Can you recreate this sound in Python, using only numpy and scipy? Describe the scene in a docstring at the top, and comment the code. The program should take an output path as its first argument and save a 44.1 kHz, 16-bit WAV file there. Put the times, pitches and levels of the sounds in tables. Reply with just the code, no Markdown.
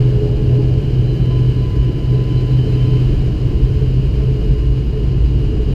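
"""The throbbing cabin drone of a taxiing twin turboprop, heard from a seat beside one engine.
The airframe shakes the cabin air into two deep notes, propeller wash drums on the fuselage and the
wheels rumble over uneven concrete. The blades buzz for the first second; then the turbine whine sags,
comes forward and climbs again. A cabin resonance howls in swells over engine hiss and a faint fan."""
import sys
import numpy as np
from scipy import signal
from scipy.fft import rfft, irfft
from scipy.io import wavfile
from scipy.ndimage import uniform_filter1d

SR = 44100
rng = np.random.default_rng(int(sys.argv[2]) if len(sys.argv) > 2 else 0)


def generate_wav(signal):
    """Clip the signal to [-1, 1] and save it as 16-bit WAV at the path in sys.argv[1]."""
    frames = np.transpose(np.atleast_2d(signal))
    scaled = np.clip(frames, -1, 1) * 32767
    pcm = np.round(scaled).astype(np.int16)
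    wavfile.write(sys.argv[1], SR, pcm)


N = 253134
TIME = np.arange(N) / SR
FREQS = np.fft.rfftfreq(N, 1 / SR)


def drone(note_trim_db=-1, boom_trim_db=-2, boom_hz=57.15):
    """The airframe shakes the cabin air into two deep notes: one swells and dips, the lower one booms."""
    # upper note, sharpening a little in the second half: time_s, pitch_hz
    note_pitch = [(0, 126.6), (1.3, 125.4), (2.9, 126.9), (3.9, 129.2), (5.74, 130.5)]
    # its broad swells and narrow dips, slowly weakening: time_s, level_db
    note_envelope = [(0, -10.5), (.11, -11), (.21, -19.5), (.31, -14), (.38, -29), (.47, -12.5), (.58, -11),
                     (.73, -13), (.83, -24), (.96, -12), (1.19, -18.5), (1.3, -13.5), (1.56, -12.5),
                     (1.64, -16), (1.71, -40), (1.83, -12.5), (1.94, -22.5), (2.04, -15.5), (2.16, -11),
                     (2.29, -28), (2.38, -13), (2.45, -18), (2.58, -10.5), (2.66, -22), (2.75, -12),
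                     (3.07, -13), (3.18, -18.5), (3.25, -16), (3.34, -41), (3.44, -16.5), (3.54, -34),
                     (3.62, -16.5), (3.8, -16.5), (3.89, -14.5), (4.04, -15.5), (4.12, -34), (4.3, -13),
                     (4.41, -35.5), (4.53, -16), (4.61, -30), (4.71, -15.5), (4.84, -26), (5.02, -21.5),
                     (5.121, -15), (5.26, -28), (5.33, -18), (5.46, -17.5), (5.58, -33.5), (5.74, -21)]
    hz, = follow(note_pitch)
    level, = follow([(s, gain_of(db)) for s, db in note_envelope])
    note = gain_of(note_trim_db) * level * tone(hz, rough=0.03, flutter_hz=6.3)
    _, shaking = ride()
    throb = unit_rms(1 + 0.14 * drift(rate_hz=12))
    boom = gain_of(boom_trim_db) * shaking * throb * tone(boom_hz, rough=0.08, flutter_hz=8)
    return note + boom


def wash(trim_db=5.5):
    """Churned air from the blades drums on the fuselage and rings the cabin."""
    # strength of the propeller wash: time_s, level_db
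    thrust = [(0, -24.5), (1.2, -24), (2, -25.5), (2.85, -24.5), (3.35, -24.5), (4.5, -26.3), (4.87, -28),
              (5.15, -26), (5.74, -24.5)]
    # its bass-heavy colour: frequency_hz, relative_db
    spectrum = [(55, -19.5), (80, -2.5), (100, 2), (128, 0), (160, -4.5), (190, -9.5), (268, -13.5),
                (290, -9.5), (395, -13), (450, -15), (480, -22.5), (560, -26.5), (660, -28.5), (800, -35.5),
                (1200, -44.5), (2500, -65)]
    # cabin resonances: centre_hz, width_hz, level_db
    cabin_modes = [(140, 21, -39), (243.6, 12, -42), (300.2, 35, -38), (440, 99, -44.5)]
    db, = follow(thrust)
    churn = gain_of(db + trim_db) * steadied(coloured(spectrum), seconds=0.3)
    return churn + ringing(cabin_modes)


def wheels(trim_db=3.5):
    """Tyres on concrete rumble through the landing gear."""
    # sub-bass colour of the rumble: frequency_hz, relative_db
    spectrum = [(6, -48), (16, -27.5), (23, -2.5), (30, -10), (42, 2), (50, 3.5), (57, -12), (66, -2.5),
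                (78, -9.5), (110, -25.5), (200, -59)]
    rumble, _ = ride()
    return gain_of(trim_db) * rumble * steadied(coloured(spectrum), seconds=0.098)


def ride():
    """Envelopes of the wheel rumble and the boom: steady rolling plus a smooth swell at each bump."""
    # the ride, growing rougher as the aircraft turns: time_s, rumble_db, boom_db
    rolling = [(0, -25, -21.5), (1.2, -25.5, -22.5), (2.3, -26, -24), (2.9, -24.5, -24), (3.6, -23, -22.5),
               (4.7, -24.5, -19.5), (5.2, -25.5, -13.5), (5.74, -20.5, -19.5)]
    # uneven patches of apron: middle_s, half_length_s, rumble_db, boom_db
    bumps = [(.38, 0.058, -21.5, -33), (1.79, 0.057, -37, -12), (3.15, 0.1, -18, -25),
             (3.604, 0.06, -15, -20), (3.892, 0.066, -21.5, -24), (4.14, 0.08, -36, -11),
             (4.504, 0.08, -17.5, -22), (4.682, 0.043, -22.5, -8.5), (5.27, 0.071, -37, -11)]
    rolling_power = gain_of(follow(rolling)) ** 2
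    bump_power = sum(gain_of([[rumble_db], [boom_db]]) ** 2 * swell(s, half_s) ** 2
                     for s, half_s, rumble_db, boom_db in bumps)
    return np.sqrt(rolling_power + bump_power)


def propellers(far_db=-12, detune_hz=0.6, rough_per_order=0.03):
    """Two propellers, slightly out of step, beat against each other; higher harmonics are rougher."""
    # the buzz, strong and clean at first: time_s, blade_pass_hz, level_db, roughness
    buzz = [(0, 83.5, -25, .18), (.3, 83.6, -22.5, .18), (.45, 83.2, -31, .35), (.53, 83, -25.5, .25),
            (.68, 83.1, -26.5, .25), (1, 84, -37.5, 0.5), (1.8, 84.5, -52.5, 0.9), (2.9, 85.8, -39, 0.6),
            (3.2, 86, -45.5, .8), (5.25, 86, -47, 0.7), (5.74, 85, -34, 0.5)]
    # blade harmonics as heard through the fuselage: order, relative_db
    harmonics = [(1, -23), (2, -17), (3, -14.5), (4, -7.5), (5, -0.5), (6, -13.5), (7, -18), (8, -31),
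                 (9, -25), (10, -26.5)]
    hz, db, rough = follow(buzz)

    def blades(pass_hz):
        return sum(gain_of(order_db) * tone(order * pass_hz, rough + rough_per_order * order, 14)
                   for order, order_db in harmonics)

    near = blades(hz)
    far = gain_of(far_db) * blades(hz - detune_hz)
    return gain_of(db) * (near + far)


def howl(pitch_hz=425.6, trim_db=-4):
    """A cabin resonance near the fifth blade harmonic sings out in separate swells."""
    # swells of the howl: time_s, level_db
    envelope = [(0, -32), (.9, -35.5), (1.1, -28), (1.35, -48), (1.5, -34), (1.8, -49), (2.06, -47),
                (2.16, -24), (2.28, -41), (2.41, -33), (2.52, -38), (2.76, -28.5), (2.84, -37),
                (2.95, -25.5), (3.1, -29.5), (3.2, -41), (3.55, -44), (3.65, -30.5), (3.87, -27.5),
                (4.02, -47), (4.18, -29), (4.6, -28), (4.78, -47), (4.9, -30), (5.1, -29), (5.25, -46),
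                (5.5, -32), (5.62, -25.5), (5.74, -36)]
    db, = follow(envelope)
    return gain_of(db + trim_db) * tone(pitch_hz, rough=0.59, flutter_hz=21)


def turbine(second_db=-14, third_trim_db=0.2, flare_half_s=0.042, flare_floor_db=-66.5):
    """The whine: four harmonics of the shaft tone glide together, each fluttering on its own."""
    # shaft tone, sagging and recovering with turbine speed: time_s, pitch_hz
    shaft_pitch = [(0, 1031.7), (.65, 1030.5), (.95, 1025), (1.2, 1017), (1.55, 1011), (1.8, 1009),
                   (2.2, 1011.5), (2.6, 1016.5), (3, 1022), (3.4, 1028), (3.8, 1032), (4.2, 1034),
                   (5.74, 1035)]
    # fundamental, shadowed by the second harmonic: time_s, level_db
    first_envelope = [(0, -55.5), (.8, -53), (1.18, -61), (1.32, -42), (1.52, -53), (1.64, -43.5),
                      (1.95, -50), (2.2, -46.5), (2.52, -47.5), (2.63, -57), (2.78, -49.5), (2.94, -46),
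                      (3.12, -57.5), (3.55, -51), (3.97, -60), (4.33, -53.5), (4.45, -55), (4.62, -51.5),
                      (4.9, -59), (5.05, -52.5), (5.74, -63)]
    # third harmonic, coming forward while the speed sags and recovers: time_s, level_db
    third_envelope = [(0, -61.5), (.95, -53), (1.2, -48.5), (1.52, -48), (1.57, -58), (1.63, -48),
                      (1.71, -61), (1.79, -48), (2, -51.5), (2.15, -50), (2.21, -62), (2.3, -47),
                      (2.4, -47.5), (2.53, -55), (2.59, -43), (2.66, -45), (2.72, -55), (2.81, -41),
                      (2.89, -46.5), (2.98, -44.5), (3.08, -52.5), (3.5, -58), (3.85, -54.5), (4.9, -66.5),
                      (5.4, -55), (5.74, -56)]
    # short flares of the fourth harmonic: middle_s, level_db
    fourth_flares = [(1.1, -52.5), (1.23, -57), (1.31, -55.5), (1.39, -55.5), (1.49, -58), (1.6, -56),
                     (1.75, -57.5), (2.17, -55), (2.38, -51.5), (2.53, -53.5), (2.72, -51), (2.85, -53),
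                     (2.96, -55.5), (3.08, -56)]
    # flutter depth of each harmonic, first to fourth: roughness
    roughness = [0.088, .2, 0.11, .4]
    hz, = follow(shaft_pitch)
    first_db, = follow(first_envelope)
    third_db, = follow(third_envelope)
    flares = sum(gain_of(db) * swell(s, flare_half_s) for s, db in fourth_flares)
    fourth = np.hypot(flares, gain_of(flare_floor_db))
    levels = [gain_of(first_db), gain_of(first_db + second_db), gain_of(third_db + third_trim_db), fourth]
    return sum(level * tone(order * hz, rough, flutter_hz=21.9)
               for order, (level, rough) in enumerate(zip(levels, roughness), 1))


def hiss(trim_db=9, flicker_db=0.55, crest_hz=2680, crest_width_hz=380, crest_db=-50):
    """Air rushes through the engine, dulled by the window; it crests once, with the whine."""
    # strength of the airflow: time_s, level_db
    airflow = [(0, -52), (.45, -54), (1.4, -53), (1.95, -54), (2.8, -51.4), (3.12, -51.5), (3.3, -53),
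               (4.3, -53.5), (4.9, -55), (5.74, -54)]
    # colour of the hiss: frequency_hz, relative_db
    spectrum = [(500, -25), (900, 0), (1300, -3.5), (1650, -1), (1930, -5), (2500, 0), (3050, 0.5),
                (3480, -10), (4000, -6.5), (4950, -7.5), (5700, -15.5), (6800, -16), (8800, -24),
                (14300, -26.5), (16000, -42.5)]
    # fuzzy whistles within it, the lowest a faint whine of the far engine: centre_hz, width_hz, relative_db
    whistles = [(3062, 26, -19), (4010, 79, -20.5), (4340, 140, -19), (4880, 300, -16.5)]
    db, = follow(airflow)
    level = gain_of(db + trim_db + flicker_db * drift(rate_hz=23))
    rush = coloured(spectrum) + ringing(whistles)
    crest = swell(middle_s=2.92, half_s=0.25) * ringing([(crest_hz, crest_width_hz, crest_db)])
    return level * rush + crest


def flurries(centre_hz=600, width_hz=150):
    """The rush of the wash thickens for a moment, now and then."""
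    # brief puffs of midrange noise: middle_s, level_db
    puffs = [(.52, -39), (.73, -44), (1.35, -44.5), (2.15, -44), (4.2, -44), (4.42, -43)]
    level = sum(gain_of(db) * swell(s, half_s=0.045) for s, db in puffs)
    return level * ringing([(centre_hz, width_hz, 0)])


def accessories(gear_hz=1680):
    """A cabin fan holds its pitch; a fuzzy gear tone fades away."""
    # thin tones of the fan: pitch_hz, level_db
    fan_tones = [(2875, -50), (3833, -68.5), (4797, -72)]
    # gear tone, fading halfway through: time_s, level_db
    gear_envelope = [(0, -60), (2.9, -59), (3.5, -75)]
    fan = sum(gain_of(db) * tone(hz, rough=0.038, flutter_hz=3.6) for hz, db in fan_tones)
    gear_db, = follow(gear_envelope)
    return fan + gain_of(gear_db) * tone(gear_hz, rough=0.3, flutter_hz=9.2)


def tone(hz, rough, flutter_hz):
    """A sine of rms 1 that turbulence shakes in level and phase."""
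    cycles = np.cumsum(hz * np.ones(N)) / SR + rng.random()
    flutter = drift(flutter_hz) + 1j * drift(flutter_hz)
    shaken = np.exp(2j * np.pi * cycles) * (1 + rough * flutter)
    return unit_rms(shaken.real)


def noise(magnitude):
    """Noise of rms 1, shaped by a weight at each frequency."""
    return unit_rms(irfft(rfft(rng.standard_normal(N)) * magnitude, N))


def coloured(points):
    """Noise whose spectrum joins the points on a log-frequency axis."""
    hz, db = np.transpose(points)
    return noise(gain_of(np.interp(np.log(FREQS + 1), np.log(hz), db, right=-np.inf)))


def ringing(modes):
    """Noise in a set of resonances."""
    return sum(gain_of(db) * noise(1 / (1 + (2 * (FREQS - hz) / width) ** 2)) for hz, width, db in modes)


def drift(rate_hz):
    """A slow random wander of rms 1."""
    return noise(1 / (1 + (FREQS / rate_hz) ** 4))


def steadied(x, seconds):
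    """Evens out the slow swells of a noise, leaving its quick flutter."""
    power = uniform_filter1d(x ** 2, int(seconds * SR))
    return x / np.sqrt(abs(power) + 1e-9)


def swell(middle_s, half_s):
    """A smooth rise and fall of height 1."""
    return np.exp(-((TIME - middle_s) / half_s) ** 2)


def follow(rows):
    """Turns breakpoints, time first, into one curve for each further column."""
    times, *columns = np.transpose(rows)
    return [np.interp(TIME, times, column) for column in columns]


def gain_of(db):
    """Decibels to amplitude."""
    return 10 ** (np.asarray(db) / 20)


def unit_rms(x):
    """Scales to an rms of 1."""
    return x / np.sqrt(np.mean(x ** 2) + 1e-20)


def scene():
    """Everything meets at the seat, in mono."""
    body = drone() + propellers() + howl() + wash() + flurries() + wheels()
    return (body + turbine() + accessories() + hiss())[None]


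def record(dry, cutoff_hz=15250):
    """A click-free start and stop, with the very top of the treble cut away."""
    fade = signal.windows.tukey(N, .002)
    low_pass = signal.firwin(511, cutoff_hz, window=("kaiser", 9), fs=SR)
    return signal.oaconvolve(dry * fade, low_pass[None], "same")


dry = scene()
out = record(dry)
generate_wav(out)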